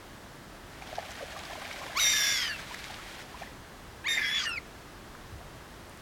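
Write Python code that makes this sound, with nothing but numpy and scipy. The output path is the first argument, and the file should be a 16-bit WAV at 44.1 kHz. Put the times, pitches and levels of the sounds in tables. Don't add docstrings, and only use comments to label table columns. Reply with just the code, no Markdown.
import sys
import numpy as np
from scipy import signal
from scipy.fft import rfft, irfft, next_fast_len
from scipy.io import wavfile

SR = 44100
rng = np.random.default_rng(int(sys.argv[2]) if len(sys.argv) > 2 else 0)


def pcm_store(signal):
    levels = np.round(np.clip(np.atleast_2d(signal), -1, 1) * 32767)
    wavfile.write(sys.argv[1], SR, levels.astype(np.int16).T)


def boost_factor(decibels):
    exponent = np.asarray(decibels, float) / 20
    return 10 ** exponent


N = 265237
T = np.arange(N) / SR


def curves(tables, fade_s=0.00054):
    rows = np.vstack(tables)
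    gate = 0
    for table in tables:
        inside_s = np.minimum(T - table[0][0], table[-1][0] - T)
        gate = gate + np.clip(inside_s / fade_s + .5, 0, 1)
    columns = [np.interp(T, rows[:, 0], column) for column in rows[:, 1:].T]
    return columns, np.minimum(gate, 1)


def per_cry(rows):
    between_cries_s = 3.3
    return [np.where(T < between_cries_s, first, second) for first, second in zip(*rows)]


def lowpass(x, order, hz):
    return signal.sosfilt(signal.butter(order, hz, fs=SR, output="sos"), x)


def colour(x, points):
    hz, db = np.transpose(points)
    size = next_fast_len(N)
    f = np.maximum(np.arange(size // 2 + 1) * SR / size, 1)
    gain_db = np.interp(np.log(f), np.log(hz), db, left=-60, right=-60)
    out = irfft(rfft(x, size) * boost_factor(gain_db), size)[:N]
    return out / out.std()


def turbulence(points):
    return colour(rng.standard_normal(N), points)


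def shake(width_hz):
    z = lowpass(rng.standard_normal((2, N)), 2, width_hz / 2)
    return (z[0] + 1j * z[1]) / np.sqrt(2 * np.mean(z ** 2))


def jitter(depth, width_hz):
    return 1 + depth * shake(width_hz).real


def tone(hz, rough, width_hz):
    rough = np.clip(rough, 0, 1)
    phasor = np.exp(2j * np.pi * np.cumsum(hz) / SR)
    return phasor * (np.sqrt(1 - rough) + np.sqrt(rough) * shake(width_hz))


def add_ring(out, start_s, peak_db, hz, t60_s, rise_s, glide):
    t = np.arange(int((t60_s + 3 * rise_s) * SR)) / SR
    shape = (1 - np.exp(-t / rise_s)) ** 2 * np.exp(-np.log(1000) * t / t60_s)
    ring = boost_factor(peak_db) * shape / shape.max() * np.sin(2 * np.pi * hz * (t + glide * t ** 2 / t60_s))
    i = max(int(start_s * SR), 0)
    out[i:i + len(t)] += ring[:N - i]


# freq_hz, density_db_per_hz
AIR_SPECTRUM = [(20, -10), (45, -3), (80, -5.5), (186, -9), (336, -9.5), (421, -12), (720, -13.5),
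                (1160, -14.5), (1460, -16.5), (1750, -16), (2300, -22), (3310, -23.5), (5340, -27.5),
                (17200, -39)]
# freq_hz, level_db
WHINE = [
    (15735, -88),
]


def air():
    bed = turbulence(AIR_SPECTRUM)
    bass = lowpass(bed, 2, 200)
    swell = boost_factor(1.1 * shake(3.1).real)
    whine = sum(np.sqrt(2) * boost_factor(db) * np.sin(2 * np.pi * hz * T) for hz, db in WHINE)
    return boost_factor(-47.4) * (bed + bass * (swell - 1)) + whine


# start_s, peak_db, pitch_hz
THUMPS = [
    (1.297, -45, 57.7),
    (5.319, -38.5, 85.5),
    (5.347, -39, 77),
]
# start_s, peak_db, centre_hz
CREAKS = [
    (5.8965, -37, 9000),
    (5.948, -46, 11500),
    (5.9742, -38, 8600),
]


def camera_knocks():
    out = np.zeros(N)
    for start_s, peak_db, hz in CREAKS:
        add_ring(out, start_s, peak_db, hz, .001, .00005, 0)
    for start_s, peak_db, hz in THUMPS:
        add_ring(out, start_s, peak_db, hz, .12, .008, 0)
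    return out


# start_s, peak_db, pitch_hz, t60_s
PLOPS = [(0.895, -40, 710, 0.041), (1.027, -41, 736, 0.042), (1.089, -39, 760, 0.081),
         (1.174, -57, 729, 0.06), (1.211, -33, 632, 0.031), (1.229, -27.5, 521, 0.034),
         (2.591, -35, 1530, 0.049), (2.746, -54, 1940, 0.072), (2.904, -34.5, 776, 0.03),
         (2.991, -37.5, 1230, 0.043), (5.147, -44, 1210, 0.037), (5.409, -41, 716, 0.12),
         (4.174, -35.5, 736, 0.02),
]
# start_s, peak_db, pitch_hz, t60_s, upward_slide
BUBBLES = [(0.8215, -35.5, 760, 0.024, 0.084), (0.927, -32, 637, 0.031, 0.055),
           (0.9355, -34, 686, 0.022, .1), (0.975, -40, 804, .09, .01), (0.9805, -27, 800, .04, .01),
           (0.9842, -23, 676, 0.014, .01), (0.9935, -34, 690, 0.026, .01),
           (1.001, -45.5, 1690, .035, 0.031), (2.708, -38.5, 900, 0.13, 0.56),
           (3.3425, -37.5, 925, 0.056, 0.29), (3.411, -40, 650, 0.044, .1),
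           (3.4185, -34.5, 640, 0.044, 0.77), (3.4305, -40, 1730, .035, 0.079),
           (3.4721, -39.5, 1890, 0.018, .1)]
# start_s, peak_db, pitch_hz
GURGLE = [(1.29, -48, 830), (1.333, -47, 633), (1.345, -37, 605), (1.366, -37, 756), (1.39, -46, 716),
          (1.407, -38, 860), (1.436, -39, 684), (1.499, -33, 766), (1.53, -32.5, 670), (1.558, -39, 732),
          (1.577, -36, 606), (1.623, -38, 799), (1.652, -38, 720), (1.674, -49, 655), (1.698, -42, 576),
          (1.74, -45, 929), (1.786, -38, 584), (1.814, -40, 840), (1.829, -36, 743), (1.857, -36, 552),
          (1.896, -38, 678), (1.917, -37.5, 797)]
# start_s, peak_db, pitch_hz
FIZZ = [(0.9879, -35, 1730), (1.0552, -50, 2300), (1.0931, -47, 1670), (1.1749, -44, 1170),
        (1.2553, -45, 1690), (1.3201, -37, 1710), (1.3625, -30, 1150), (1.3899, -36, 2170),
        (1.4363, -39, 1200), (1.4892, -48, 1740), (1.5177, -33, 990), (1.5541, -30, 1000),
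        (1.595, -44, 1660), (1.6174, -34, 1170), (1.6518, -40, 2290), (1.7122, -31, 2090),
        (1.7367, -35, 2180), (1.7616, -38, 2130), (1.816, -31, 1050), (1.8329, -32, 1140),
        (1.8659, -39, 969), (1.8808, -34, 1020), (1.9048, -33, 1690), (1.9312, -37, 1640)]


def bubbles():
    out = np.zeros(N)
    plops = PLOPS
    for (start_s, peak_db, hz, t60_s), (late, pitch) in zip(plops, rng.random((len(plops), 2))):
        add_ring(out, start_s - .006, peak_db - 5.0, hz * .97, max(t60_s, .01), .006, .2)
        partner_hz = hz * (.74 + .16 * pitch)
        add_ring(out, start_s - .003 + .006 * late, peak_db - 9.0, partner_hz, .028, .005, .15)
    for start_s, peak_db, hz, t60_s, slide in BUBBLES:
        add_ring(out, start_s, peak_db, hz, t60_s, .0012, slide)
    for start_s, peak_db, hz in GURGLE:
        add_ring(out, start_s - .002, peak_db - 4.0, hz * .95, .05, .002, .2)
    for start_s, peak_db, hz in FIZZ:
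        add_ring(out, start_s - .001, peak_db - 5.5, hz * .97, .03, .0012, .1)
    return out


# start_s, peak_db, centre_hz
SLAPS = [(0.8214, -57, 4350), (0.86, -59, 4800), (0.874, -46, 5070), (0.954, -35.5, 5000),
         (0.9897, -37.5, 4270), (1.056, -54, 5000), (1.108, -40.5, 6000), (1.151, -41, 5210),
         (1.175, -45, 4160), (1.23, -57, 3920), (1.298, -52, 4050), (1.314, -39, 5200), (1.392, -40, 4000),
         (1.437, -57, 5190), (1.45, -56, 5150), (1.531, -51, 4100), (1.6514, -56, 5160), (1.615, -43, 5040),
         (1.708, -45, 5000), (1.727, -52, 5300), (1.79, -40, 4800), (2.743, -42, 3750), (2.84, -36, 3740),
         (2.881, -44, 3860), (2.95, -58, 4840), (3.014, -61, 4580), (3.443, -54, 3870)]
# start_s, snap_peak_db, ring_peak_db, ring_hz
CLICKS = [(0.822, -44, -33.5, 2290), (0.874, -36, -39, 3270), (0.912, -44, -47, 2300),
          (0.9506, -44, -44, 2450), (1.0551, -42, -50, 2340), (1.062, -40, -43, 3000),
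          (1.086, -44, -45, 3000), (1.1074, -28, -43, 5500), (1.2487, -41, -41, 3460),
          (1.3916, -25, -39, 2210), (1.438, -41, -51, 2400), (1.453, -38, -36.5, 4860),
          (1.5333, -40, -35, 2500), (1.6169, -36, -44, 2150), (1.6522, -43, -33, 2340),
          (1.712, -36, -26, 2180), (1.729, -33, -39, 5600), (1.797, -38, -42, 3000),
          (2.7462, -24, -29, 1930), (2.7836, -42, -42, 2200), (2.8424, -25, -33, 2090),
          (2.8842, -33, -42, 2070), (2.9425, -43, -34, 2670), (3.0079, -44, -42, 2030),
          (3.2055, -36, -36, 2090), (3.4224, -44, -35.5, 2350), (3.434, -44, -42, 1854),
          (5.151, -44, -37, 1508)]
# start_s, peak_db, pitch_hz
SNAPS = [
    (1.4365, -27, 3400),
    (2.8836, -31, 3600),
    (2.9427, -23, 3200),
]


def falling_drops():
    out = np.zeros(N)
    spread_s = 0.017
    for (start_s, peak_db, hz), cracks in zip(SLAPS, rng.random((len(SLAPS), 10, 2))):
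        for late, pitch in cracks:
            crack_hz = np.clip(hz * 2 ** (1.8 * pitch - 1.4), 900, 14000)
            add_ring(out, start_s + spread_s * late ** 2, peak_db - 0.5, crack_hz, .003, .0001, 0)
    for start_s, snap_db, ring_db, hz in CLICKS:
        add_ring(out, start_s, ring_db, hz, .009, .0002, .05)
        add_ring(out, start_s, snap_db, 5200, .0005, .00003, 0)
    for start_s, peak_db, hz in SNAPS + [(4.715, -47, 6000)]:
        add_ring(out, start_s, peak_db, hz, .001, .00005, 0)
    return out


# start_s, activity_db
SPLASH = [(0.7, -17), (0.85, -12), (0.95, -8), (1.012, -8.5), (1.6, -6), (1.95, -5.5), (2.58, -6),
          (2.93, -6), (3.1, -8), (3.205, -8), (3.27, -14), (3.416, -11), (3.47, -14), (3.55, -17)]
# freq_hz, level_db
SPRAY = [(530, -13), (900, -20), (1500, -6), (2270, -5), (2690, -9), (3200, -8), (5220, -14.5),
         (16000, -31)]


def splashing():
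    spray_per_s, bubbles_per_s, last_s = 3600.0, 330.0, 4
    (busy_db,), gate = curves([SPLASH], fade_s=0.1)
    struck = rng.random(N) < spray_per_s / SR
    drops = struck * boost_factor(0.45 * rng.exponential(size=N)) * rng.standard_normal(N)
    spray = colour(drops / drops.std() + 1.05 * rng.standard_normal(N), SPRAY)
    spray = spray * boost_factor(1.8 * shake(37).real)
    swarm = np.zeros(N)
    for when, pitch, size in rng.random((int(bubbles_per_s * last_s), 3)):
        add_ring(swarm, when * last_s, 9.0 * size, 580 * 3.6 ** pitch ** 1.6, .03, .002, .12)
    swarm = swarm / swarm[:last_s * SR].std()
    swarm_db = -43.5 + 0.94 * busy_db - 6 * (T > 2.3)
    return gate * (boost_factor(-40 + busy_db) * spray + boost_factor(swarm_db) * swarm)


# start_s, end_s, centre_hz, level_db
SCRAPES = [
    (4.199, 4.3, 4700, -48.5),
    (4.23, 4.3, 5330, -52),
    (4.392, 4.466, 4670, -45.5),
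    (4.406, 4.445, 5200, -46),
    (4.432, 4.461, 6050, -46),
    (2.29, 2.33, 4920, -38),
    (4.09, 4.2, 4800, -54),
    (4.092, 4.15, 6120, -46),
    (4.095, 4.15, 5870, -50),
]


def scrapes():
    out, grain = np.zeros(N), shake(330)
    for k, (start_s, end_s, hz, level_db) in enumerate(SCRAPES):
        i = np.arange(int(start_s * SR), int(end_s * SR))
        gate = np.clip(np.minimum(T[i] - start_s, end_s - T[i]) / .012, 0, 1)
        whistle = (grain[i - k * 9000] * np.exp(2j * np.pi * hz * T[i])).real
        out[i] += np.sqrt(2) * boost_factor(level_db) * gate * whistle
    return out


# start_s, flow_db
RASP = [
    [(1.996, -8), (2.348, -10), (2.464, -11.5), (2.528, -28), (2.58, -33)],
    [(4.078, -4), (4.11, -9), (4.192, -10), (4.38, -1), (4.42, -1), (4.458, -4.5), (4.48, -29)],
]
# start_s, extra_beak_db
GAPE = [
    [(1.996, 4), (2.1, 3), (2.2, 1), (2.3, 4), (2.4, 1), (2.58, -8)],
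    [(4.078, -9), (4.15, 2), (4.2, 3), (4.24, -5), (4.29, -3), (4.32, -11), (4.39, -5), (4.43, -1.5),
     (4.48, 2)],
]
# throat_db, beak_db, top_octave_db
RASP_LEVELS = [
    (-45, -47, -58.5),
    (-55.5, -55.5, -69),
]
# freq_hz, level_db
RASP_THROAT = [(900, -17), (1200, -6.5), (1600, -15), (2300, -1.5), (2700, -3), (3300, -2.5), (4200, -7.5)]
# freq_hz, level_db
RASP_BEAK = [(3600, -11), (4200, 1), (4800, 8.5), (5150, 0), (5500, -1), (5900, 0), (6400, 1.5),
             (7600, -10), (8400, -8.5)]
# freq_hz, level_db
RASP_TOP = [(4710, -42), (8000, -7), (10100, 1), (10900, 1), (13300, -1.5), (15700, -11), (16000, -29),
            (16500, -80)]


def rasp():
    tense_hz, top_db_per_khz = 3710, 22
    (flow_db,), gate = curves(RASP)
    throat_db, beak_db, top_db = per_cry(RASP_LEVELS)
    high_hz, gape_db = curves(HIGH)[0][0], curves(GAPE)[0][0]
    throat_db = throat_db + 1.11 * flow_db + 17.5 + 4.4 * shake(190).real
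    beak_db = beak_db + gape_db + 1.07 * flow_db + 17.5
    beak_db = beak_db + 2.0 * shake(83).real + 2.0 * shake(14).real
    top_db = top_db + top_db_per_khz * (high_hz - tense_hz) / 1000 + 17.0 + 1.5 * shake(90).real
    throat = boost_factor(throat_db) * turbulence(RASP_THROAT)
    beak = boost_factor(beak_db) * turbulence(RASP_BEAK)
    top = boost_factor(top_db) * turbulence(RASP_TOP)
    return gate * (throat + beak + top)


# start_s, pitch_hz, level_db
YELPS = [
    [(1.952, 955, -43), (1.976, 1138, -25), (1.984, 1260, -29.5), (1.99, 1390, -27.5), (1.999, 1560, -35)],
    [(4.042, 779, -41), (4.056, 950, -37), (4.073, 1143, -26.5), (4.082, 1270, -40)],
]
# freq_hz, gain_db
YELP_THROATS = [
    [(470, -30), (800, -11), (1190, 2.5), (1760, -3), (2320, 3), (3750, -3), (4600, 0), (6820, -5.5),
     (8880, -23), (14000, -16)],
    [(410, -40), (700, -32), (1040, -5.5), (2190, 12.5), (3560, 1), (4800, -2.5), (5200, -40), (6790, 1),
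     (7500, -44), (9750, -68), (16500, -120)],
]


def yelps():
    full_db, bloom_per_octave, odd_db = -28, .8, -4
    out = np.zeros(N)
    for table, throat in zip(YELPS, YELP_THROATS):
        (hz, level_db), gate = curves([table], fade_s=0.0017)
        phase = 2 * np.pi * np.cumsum(hz * jitter(0.0081, 360)) / SR
        throat_hz, throat_db = np.transpose(throat)
        stack, power = 0, 0
        for k in range(1, 14):
            gain_db = np.interp(np.log(k * hz), np.log(throat_hz), throat_db)
            gain_db = gain_db + bloom_per_octave * np.log2(k) * np.minimum(level_db - full_db, 0)
            if k > 1 and k % 2:
                gain_db = gain_db + odd_db
            stack = stack + boost_factor(gain_db) * np.sin(k * phase + k * k)
            power = power + boost_factor(gain_db) ** 2
        out += gate * boost_factor(level_db) * stack * np.sqrt(2 / power)
    return out


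# start_s, pitch_hz, level_db, partial_2_rel_db, partial_3_rel_db
HIGH = [
    [(1.995, 3785, -25.5, -15, -20), (2.005, 3785, -33, -17, -19), (2.028, 3760, -26.5, -13, -14),
     (2.079, 3620, -28.5, -10, -17), (2.1, 3707, -31, -6.5, -22), (2.269, 3490, -34.5, -9, -18),
     (2.325, 3553, -35, -4, -36), (2.445, 3160, -37, -19, -30), (2.5, 2920, -41, -3.5, -36)],
    [(2.502, 2810, -43, -13, -36), (2.525, 2780, -44, -20, -36), (2.559, 2660, -41, -24, -36),
     (2.578, 2440, -62, -24, -36)],
    [(4.079, 3680, -40, -18, -22), (4.087, 3685, -32, -20, -22), (4.11, 3673, -30, -16, -16),
     (4.164, 3656, -36.5, -9, -21), (4.187, 3618, -43, -14, -30), (4.2, 3532, -45, -14, -28),
     (4.218, 3496, -54, -10, -28)],
    [(4.226, 3400, -41, -20, -35), (4.254, 3287, -37, -26, -25), (4.312, 3405, -34.5, -21, -19.5),
     (4.36, 3436, -30, -16, -45), (4.392, 3356, -31, -8, -40), (4.406, 3284, -31.5, -12, -40),
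     (4.418, 3205, -44, -20, -40), (4.44, 3080, -50, -20, -30)],
    [(4.45, 2955, -52, -12, -15), (4.46, 2950, -38.5, -14, -19), (4.479, 2820, -31.5, -24, -20),
     (4.494, 2814, -31.5, -23, -16.5), (4.528, 2647, -38.5, -8, -36), (4.562, 2510, -39, -18, -34),
     (4.576, 2286, -33, -13.5, -23), (4.585, 2080, -33.5, -13, -40), (4.592, 2010, -50, -22, -40)],
]
WOBBLE = [
    (2.5,),
    (3.5,),
]


def high_voice():
    (hz, level_db, second_db, third_db), gate = curves(HIGH)
    second_db = second_db + per_cry(WOBBLE)[0] * shake(47).real
    turn = tone(hz * jitter(0.00563, 178), 0, 1.)
    first = turn * tone(0 * T, .1, 250.)
    second = boost_factor(second_db) * turn ** 2 * tone(0 * T, .15, 250.)
    upper = boost_factor(third_db) * (turn ** 3 + boost_factor(-10) * turn ** 4) * tone(0 * T, 0.3, 400.)
    return gate * boost_factor(level_db) * (first + second + upper), turn


# start_s, pitch_hz, level_db, flutter_depth
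LOW = [
    [(1.997, 2210, -38, .6), (2.006, 2200, -29, 0.36), (2.03, 2150, -36, 0.48), (2.069, 2124, -31, 0.23),
     (2.145, 2106, -37.5, 0.64), (2.22, 2110, -34, 0.66), (2.335, 2120, -35.5, 0.54),
     (2.41, 1985, -38.5, 0.31), (2.46, 1830, -37, 0.75)],
    [(2.462, 1825, -38, 0.77), (2.519, 1670, -35.5, .2), (2.54, 1610, -47, .2), (2.556, 1575, -60, .2)],
    [(4.08, 2179, -33.5, 1.1), (4.14, 2127, -35, 0.89), (4.183, 2045, -29, .4), (4.205, 2050, -33, .9),
     (4.258, 2046, -33, .7), (4.295, 2010, -34.5, .6), (4.31, 2060, -37, 0.82), (4.372, 2130, -39.5, 0.88),
     (4.43, 1940, -46, 0.84)],
    [(4.445, 1880, -42, 0.12), (4.468, 1800, -32, .1), (4.486, 1730, -40, .1)],
]
FLUTTER = [
    (228,),
    (290,),
]


def low_voice(rough):
    (hz, level_db, depth), gate = curves(LOW)
    low = gate * boost_factor(level_db) * tone(hz * jitter(0.01, 60.7), rough, 400.0)
    flutter_hz, = per_cry(FLUTTER)
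    flutter = tone(flutter_hz * jitter(.06, 40.), .3, 60.).real
    return low * (1 + depth * flutter) / np.sqrt(1 + depth ** 2 / 2)


# start_s, end_s, share_of_high_pitch, start_db, end_db
HALF = [(2.047, 2.102, 0.47, -36, -41), (2.133, 2.357, 0.47, -34, -38.5), (2.354, 2.46, 0.45, -42, -48),
        (4.082, 4.154, 0.495, -34.5, -37), (4.149, 4.211, 0.48, -38, -37), (4.212, 4.3, 0.5, -34.5, -40.5),
        (4.291, 4.33, 0.51, -37, -36), (4.334, 4.394, .52, -43, -39), (4.391, 4.431, .46, -44, -38),
        (4.41, 4.45, .39, -40, -41.5), (4.473, 4.519, .5001, -39, -38.5), (4.528, 4.559, .54, -39.5, -43)]


def half_voice(high_hz, rough):
    spells = [[(start_s, share, start_db), (end_s, share, end_db)]
              for start_s, end_s, share, start_db, end_db in HALF]
    (share, level_db), gate = curves(spells)
    return gate * boost_factor(level_db) * tone(share * high_hz * jitter(0.01152, 67.6), rough, 220.0)


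# low_x_high_gain_db, low_rough_0_1, half_copies_rel_db, half_rough_0_1
CHOP = [
    (28.9, 0.36, -6.5, 0.28),
    (16.9, 0.45, -16, 0.3),
]
# start_s, extra_copies_db
GRIP = [
    [(1.996, -3), (2.09, -1.5), (2.2, 2.5), (2.33, 1.5), (2.45, -0.5), (2.56, 3)],
    [(4.078, -3), (4.105, -5), (4.15, -4), (4.17, -8), (4.22, 2), (4.29, 2), (4.33, 1), (4.44, -2),
     (4.49, -11)],
]


def screams():
    (high_hz, high_db, _, third_db), _ = curves(HIGH)
    chop_db, low_rough, half_chop_db, half_rough = per_cry(CHOP)
    grip_db = curves(GRIP)[0][0]
    high, turn = high_voice()
    low = low_voice(low_rough)
    half = half_voice(high_hz, half_rough)
    low_chop = boost_factor(6.0) * turn + boost_factor(-15.5) * turn ** 2 + boost_factor(-15.0) * turn ** 3
    low_copies = boost_factor(high_db + chop_db + grip_db) * low * low_chop
    upper_chop = boost_factor(-5.5) * turn ** 2 + turn ** 3 + boost_factor(-10) * turn ** 4
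    half_copies = boost_factor(half_chop_db) * half * (turn + boost_factor(third_db + 13.5) * upper_chop)
    return np.sqrt(2) * (high + low + half + low_copies + half_copies).real


def shore(near):
    t60_s, level_db = .3, -19
    t = np.arange(int(.5 * SR)) / SR
    tail = rng.standard_normal(len(t)) * np.exp(-np.log(1000) * t / t60_s) * (t > .01)
    return signal.fftconvolve(near, boost_factor(level_db) * tail / np.linalg.norm(tail))[:N]


def echo(birds):
    delay_s, level_db = .035, -9
    return boost_factor(level_db) * np.roll(lowpass(birds, 6, 1400), int(delay_s * SR))


def scene():
    birds = yelps() + lowpass(screams() + rasp() + scrapes(), 8, 15000)
    near = birds + bubbles() + falling_drops() + camera_knocks()
    return (near + echo(birds) + shore(near) + splashing() + air())[None]


def band_limit(x):
    return signal.sosfilt(signal.butter(12, 17140, fs=SR, output="sos"), x)


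def record(dry):
    rounded = np.tanh(3.5 * dry) / 3.5
    top_cut = signal.ellip(10, .2, 80, 17150, fs=SR, output="sos")
    mix = signal.sosfilt(top_cut, rounded)
    return band_limit(mix)


dry = scene()
out = record(dry)
pcm_store(out)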